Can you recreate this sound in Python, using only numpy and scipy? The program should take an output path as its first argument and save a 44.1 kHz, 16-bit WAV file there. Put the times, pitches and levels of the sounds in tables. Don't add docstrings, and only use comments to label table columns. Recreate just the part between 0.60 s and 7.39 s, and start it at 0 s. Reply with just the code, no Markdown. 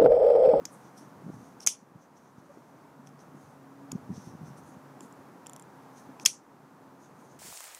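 import sys
import numpy as np
from scipy import signal
from scipy.fft import rfft, irfft
from scipy.io import wavfile

SR = 44100
rng = np.random.default_rng(int(sys.argv[2]) if len(sys.argv) > 2 else 0)


def persist_wave(psi):
    counts = np.round(np.clip(psi, -1, 1) * 32767).astype(np.int16)
    wavfile.write(sys.argv[1], SR, np.atleast_2d(counts).T)


def volts(x):
    e = np.asarray(x, float) / 20
    return 10 ** e


N = 299439
TIME = np.arange(N) / SR

# start in seconds, peak in dB, level of the lows in dB, strongest frequency in Hz.
CONTACTS = [(0.053, -31, -18, 3700), (0.0536, -24.5, -17, 6670), (0.056, -27, -24, 5000),
            (1.0024, -40, -22, 5620), (1.0053, -34.5, -16, 5510), (1.0642, -16, -26, 6500),
            (1.0654, -13.5, -24.5, 6800), (1.0673, -21.5, -23, 6870), (1.0719, -6, -10, 6930),
            (1.0732, -1, -16, 6160), (1.0755, -13.5, -23, 6000), (1.0815, -24, -11.5, 6160),
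            (2.4716, -42, -2.5, 5900), (2.592, -51, -3.5, 5370), (3.3153, -41, 2, 5060),
            (3.318, -25.5, -17, 7000), (3.3199, -29.5, -22, 6870), (5.5979, -35, 1.5, 5500),
            (5.652, -19.5, -27.5, 5100), (5.6531, -18.5, -28.5, 5040), (5.657, -26, -5.5, 6370),
            (5.659, -5.5, -11, 5180), (5.6599, -6, -7.5, 3300), (5.661, -0.5, -11, 6070),
            (5.6621, -3, -11.5, 7070), (5.6628, -18, -6, 6550), (5.6655, -18, -6.5, 3300)]
# start in seconds, peak in dB, level of the lows in dB, strongest frequency in Hz.
TICKS = [(2.49, -52, -12.5, 6460), (3.985, -56, 2, 6370), (4.4069, -36.5, -11, 7300),
         (4.5252, -45.5, -14, 7360), (4.862, -43, 3.5, 5570), (4.8681, -30, -13, 7330),
         (4.896, -34, -13, 7350), (4.9332, -33, -16, 7000), (4.9628, -34, -17, 7400),
         (4.9966, -36.5, -16, 7300), (5.0233, -41, -18, 7300)]
# time in seconds, level in dB.
SWAY = [(0, -54.5), (.43, -60.5), (.74, -43), (1.0, -59), (2.3, -60.5), (2.9, -53.5), (3.25, -59.5),
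        (3.48, -42), (3.69, -47.5), (3.9, -44.5), (4.25, -58.5), (5.5, -60), (6.79, -55.5)]


def rms_one(x):
    return x / np.sqrt(np.mean(x ** 2) + 1e-30)


def band(x, low_hz, high_hz):
    sos = signal.butter(2, [low_hz, min(high_hz, 0.45 * SR)], "band", fs=SR, output="sos")
    return signal.sosfilt(sos, x)


def ring(x, hz, width_hz):
    radius, turn = np.exp(-np.pi * width_hz / SR), 2 * np.pi * hz / SR
    return signal.lfilter([0, np.sin(turn)], [1, -2 * radius * np.cos(turn), radius ** 2], x + 1e-18)


def drift(rate):
    steps = rng.standard_normal(int(N / SR * 40) + 2)
    return rms_one(np.interp(TIME * min(rate, 39), np.arange(len(steps)), steps))


def strikes(events, modes, scatter_db, widen, focus_db, highs_db):
    out, time = np.zeros(N + 2048), np.arange(1920) / SR
    log_hz = np.log(np.arange(1025) * SR / 2048 + 1)
    for s, peak_db, lows_db, strongest_hz in events:
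        struck = list(modes) + [(strongest_hz, 330, focus_db)]
        hz, width_hz, level_db = np.transpose(struck)[:, :, None]
        strength = volts(level_db + scatter_db * rng.standard_normal(hz.shape))
        strength = strength * np.sign(rng.standard_normal(hz.shape))
        ringing = np.sin(2 * np.pi * hz * time) * np.exp(-np.pi * widen * width_hz * time)
        sound = np.sum(strength * ringing, axis=0)
        sound[:200] += volts(-0.5) * rng.standard_normal(200) * np.exp(-time[:200] / 0.00055)
        sound *= 1 - np.exp(-time / 0.0004)

        thud_db = -24.5 - 0.4 * peak_db
        bright_db = highs_db + 0.15 * peak_db
        tilt_hz = [130, 400, 1000, 2700, 4100, 5200, 11000, 16000]
        tilt_db = [thud_db - 34, thud_db + 6, thud_db + 19, lows_db + 13.5,
                   0.5 * lows_db - 2, 0, bright_db + 8, bright_db - 3.5]
        tilt = volts(np.interp(log_hz, np.log(tilt_hz), tilt_db))
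        sound = irfft(rfft(np.pad(sound, 64)) * tilt)
        at = round(s * SR) - 64
        out[at:at + 2048] += volts(peak_db) * sound / np.abs(sound).max()
    return out[:N]


def steel():
    # frequency in Hz, width in Hz, level in dB.
    knife = [(600, 400, -18.5), (950, 400, -11.5), (1900, 680, -10.5), (2500, 270, -11), (3335, 170, -11),
             (4700, 250, -10.5), (5340, 270, -6.5), (6200, 300, -6), (6760, 320, -0.5), (7830, 180, -10),
             (9030, 210, -10.5), (10900, 350, -9), (12320, 400, -7), (13900, 300, -12.5)]
    return strikes(CONTACTS, knife, scatter_db=2.5, widen=1.3, focus_db=7.5, highs_db=-6)


def nail_ticks():
    # frequency in Hz, width in Hz, level in dB.
    ridges = [(3360, 410, -8), (5770, 480, -7), (7350, 280, -6), (9330, 210, -11.5), (11000, 1100, -5.5),
              (13500, 700, -16.5)]
    return strikes(TICKS, ridges, scatter_db=3.5, widen=1.03, focus_db=1.0, highs_db=-1)


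def room():
    # band centre in Hz, width in Hz, level in dB, 60 dB decay time in seconds.
    tail = [(1400, 700, -17.5, 0.11), (2550, 900, -10, 0.19), (3300, 600, -6, 0.15), (4820, 1300, -4, 0.17),
            (6080, 1100, 2, 0.19), (5900, 540, -10, 0.26), (6630, 2000, -7, 0.23), (9140, 2300, -6, 0.2),
            (12100, 3000, -11, 0.13)]
    time, energy, out = np.arange(SR // 2) / SR, np.zeros(N), 0
    s, peak_db = np.transpose(CONTACTS + TICKS)[:2]
    energy[(s * SR).astype(int)] = volts(2.75 * peak_db + 2)
    build_up = np.clip((time - 0.001) / 0.005, 0, 1)
    for hz, width_hz, level_db, t60 in tail:
        decay = (build_up * volts(level_db - 32 - 60 * time / t60)) ** 2
        envelope = np.sqrt(np.abs(signal.fftconvolve(energy, decay)[:N]))
        noise = band(rng.standard_normal(N), hz - width_hz / 2, hz + width_hz / 2)
        out = out + envelope * rms_one(noise) * volts(3.5 * drift(39))
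    return out


def strokes():
    # peak time in seconds, peak in dB, length in seconds,
    # brightness in dB, hump frequency in Hz.
    rubs = [(.14, -75, .1, 15, 6300), (.24, -73, .3, -4, 6255), (.38, -57.5, .05, -6, 5590),
            (.42, -67, .2, -5, 5900), (.74, -70, .2, -6, 6120), (0.841, -70, .3, -7, 6200),
            (1.42, -71, .16, -10, 6300), (1.572, -70.5, .06, -16.5, 6030), (1.635, -71, .2, -6, 6202),
            (1.79, -70, .06, -16, 5990), (1.95, -75.5, .7, -8, 6130), (2.474, -65, .05, -7, 5770),
            (2.605, -65, .08, -6, 5900), (2.816, -71, .3, -3, 6370), (3.565, -60, .17, -13, 5810),
            (3.656, -62.5, .22, -8.5, 5890), (3.878, -66.5, .15, -10, 5870), (3.98, -67.5, .06, 5, 5960),
            (4.087, -66.5, .2, -4.5, 6490), (4.435, -63, .1, -1.5, 6940), (5.385, -63.5, .18, -8.5, 6190),
            (6.435, -63, .13, -9, 6440), (6.613, -68.5, .22, -5, 6380), (6.726, -65.5, .12, -11, 6480)]
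    # start in seconds, stop in seconds, level in dB, hump in Hz.
    swings = [
        (1.008, 1.049, -57, 5686),
        (5.602, 5.64, -56, 6100),
    ]
    rise_share = 0.41
    time = TIME[::32]
    body = volts(-88) + 0 * time
    skin, pull = body * volts(-2.5), body * 6100
    for s, peak_db, length, bright_db, hz in rubs:
        away = np.maximum((s - time) / (rise_share * length), (time - s) / ((1 - rise_share) * length))
        level = volts(peak_db - 24.5 * away ** 1.4)
        body, skin, pull = body + level, skin + level * volts(bright_db), pull + level * hz
    for start, stop, peak_db, hz in swings:
        fade = np.clip(np.minimum(time - start, stop - time) / 0.0045, 0, 1)
        arch = np.clip(2 * (time - start) / (stop - start) - 1, -1, 1) ** 2
        level = fade * volts(peak_db - 8.5 * arch)
        body, skin, pull = body + level, skin + level * volts(-5), pull + level * hz
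    return [np.interp(TIME, time, curve) for curve in (body, skin, pull / body)]


def rubbing():
    body, skin, centre_hz = strokes()
    grains = rng.standard_normal((3, N)) * volts(3.5 * np.minimum(rng.exponential(1, (3, N)), 5))

    slow = band(grains[:2], 12, 480)
    turn = 2 * np.pi * np.cumsum(centre_hz) / SR
    hump = rms_one(slow[0] * np.cos(turn) + slow[1] * np.sin(turn))
    hump = hump + volts(-5) * rms_one(band(grains[0], 2900, 8500))

    sheen = rms_one(ring(grains[2], 9500, 980) - ring(grains[2], 10900, 800))
    sheen = sheen + volts(-1.0) * rms_one(band(grains[2], 7500, 11800))

    body = body * volts(2 * drift(35))
    skin = skin * volts(2 * drift(25) - 1.0)
    return body * rms_one(hump) + skin * rms_one(sheen)


def tremors():
    count = 32
    when = rng.random(count) * N / SR
    size, pitch, span = rng.standard_normal((3, count))
    peak_db, hz, length_ms = -48 + 2 * size, 240 * np.exp(0.15 * pitch), 7.3 * np.exp(0.33 * span)
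    return np.transpose([when, peak_db, hz, length_ms]).tolist()


def bumps():
    # time in seconds, peak in dB, frequency in Hz, length in milliseconds.
    clear_bumps = [(.0187, -40, 263, 4.7), (.6436, -44.5, 160, 19), (0.6673, -35.5, 184, 8.4),
                   (0.6819, -38, 238, 6.6), (0.6933, -33.5, 207, 6.3), (0.7006, -31, 242, 3.4),
                   (.7436, -39.5, 190, 4.9), (1.321, -46.5, 242.4, 5), (1.358, -39.5, 149, 10),
                   (1.7837, -39, 193, 4.6), (1.905, -47, 574, 19), (1.9747, -40.5, 346, 4.3),
                   (2.5338, -45, 240, 5.2), (3.3191, -39, 212, 5.9), (3.331, -30.5, 222, 3.2),
                   (3.34, -33.5, 175, 3.9), (3.3557, -25, 192, 7.1), (3.494, -34.5, 200, 3.2),
                   (3.505, -29.5, 181, 8), (3.517, -36.5, 206, 7.8), (3.5271, -36.5, 204, 6.7),
                   (3.5809, -34, 190, 6.7), (3.674, -38.5, 158, 5), (3.737, -42, 184, 7.9),
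                   (3.7526, -36.5, 190, 6.8), (3.816, -37, 162, 7), (3.837, -40, 151, 18),
                   (4.171, -44.5, 200, 4.3), (4.4124, -42, 318, 4.6), (5.495, -42.5, 254, 6)]
    out = np.zeros(N)
    for s, peak_db, hz, length_ms in clear_bumps + tremors():
        near = slice(max(round((s - 0.1) * SR), 0), round((s + 0.1) * SR))
        away = TIME[near] - s
        swell = np.exp(-0.5 * (away / (0.00044 * length_ms)) ** 2)
        turn = 2 * np.pi * (hz * away + rng.random())
        swing = swell * np.cos(turn) + 0.2 * swell ** 2 * np.cos(2 * turn)
        out[near] += volts(peak_db + 2) * swing
    rumble = rms_one(band(band(rng.standard_normal(N), 86, 210), 82, 290))
    rumble_db = np.interp(TIME, *np.transpose(SWAY)) - 9 + 2.8 * drift(25)
    return out + rumble * volts(rumble_db)


def air():
    # frequency in Hz, level in dB per Hz.
    colour = [(40, -46.5), (90, -24.5), (140, -5), (270, -3.5), (330, -6.5), (600, -10), (950, -8),
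              (1450, -15.5), (2100, -24.5), (3000, -32), (4300, -34), (6300, -33.5), (8500, -37),
              (16000, -39.5)]
    # time in seconds, level in dB.
    traffic = [(0, 0.9), (1.2, -1), (2, 0), (3, 0), (4, 1.26), (5, 0.77), (5.8, 2), (6.8, 1.5)]
    hz = np.arange(N // 2 + 1) * SR / N + 1
    points_hz, points_db = np.transpose(colour)
    shape = volts(np.interp(np.log(hz), np.log(points_hz), points_db))
    level_db = -53.5 + np.interp(TIME, *np.transpose(traffic)) + 0.299 * drift(6.7)
    return volts(level_db) * rms_one(irfft(rfft(rng.standard_normal(N)) * shape, N))


def machinery():
    # frequency in Hz, wander in Hz, level in dB.
    hums = [(138, 4, -1), (269, 4, 1.5)]
    # time in seconds, level in dB.
    load = [(0, -69.5), (.85, -62.5), (1.1, -70), (2.1, -70.5), (2.4, -60.5), (2.75, -60), (2.95, -59),
            (3.35, -58), (3.7, -63), (3.9, -69.5), (4.3, -61), (4.9, -67), (5.4, -61.5), (5.8, -70),
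            (6.1, -62), (6.79, -65)]
    sway_db = np.interp(TIME, *np.transpose(SWAY))
    load_db = np.interp(TIME, *np.transpose(load))
    swells_db = np.maximum(load_db, sway_db - 12), load_db
    out = np.zeros(N)
    for (hz, wander_hz, level_db), swell_db in zip(hums, swells_db):
        tone = np.sin(2 * np.pi * np.cumsum(hz + wander_hz * drift(4)) / SR)
        out += volts(level_db + swell_db) * rms_one(tone) * volts(2.5 * drift(8))
    return out


def scene():
    return (steel() + nail_ticks() + room() + rubbing() + bumps() + air() + machinery())[None]


def low_pass(x):
    return signal.sosfilt(signal.butter(12, 16530, fs=SR, output="sos"), x)


def record(dry):
    duck_from_db, duck_share, recover_s, attack_s = -13.5, 0.48, 0.92, 0.022
    heard = signal.sosfilt(signal.butter(3, 72, "high", fs=SR, output="sos"), dry[0])

    ramp = TIME / recover_s
    over_db = duck_share * np.maximum(20 * np.log10(np.abs(heard) + 1e-9) - duck_from_db, 1e-3)
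    held_db = np.exp(np.maximum.accumulate(np.log(over_db) + ramp) - ramp)
    pole = np.exp(-1 / (attack_s * SR))
    ducked = heard * volts(-signal.lfilter([1 - pole], [1, -pole], held_db))

    flicker = rms_one(band(rng.standard_normal(N), 12, 70))
    ducked = ducked + volts(-91) * flicker
    rounded = 0.75 * np.tanh(ducked / 0.75)
    rounded = signal.sosfilt(signal.cheby2(12, 60, 16500, fs=SR, output="sos"), rounded)
    return low_pass(rounded)


dry = scene()
out = record(dry)
persist_wave(out)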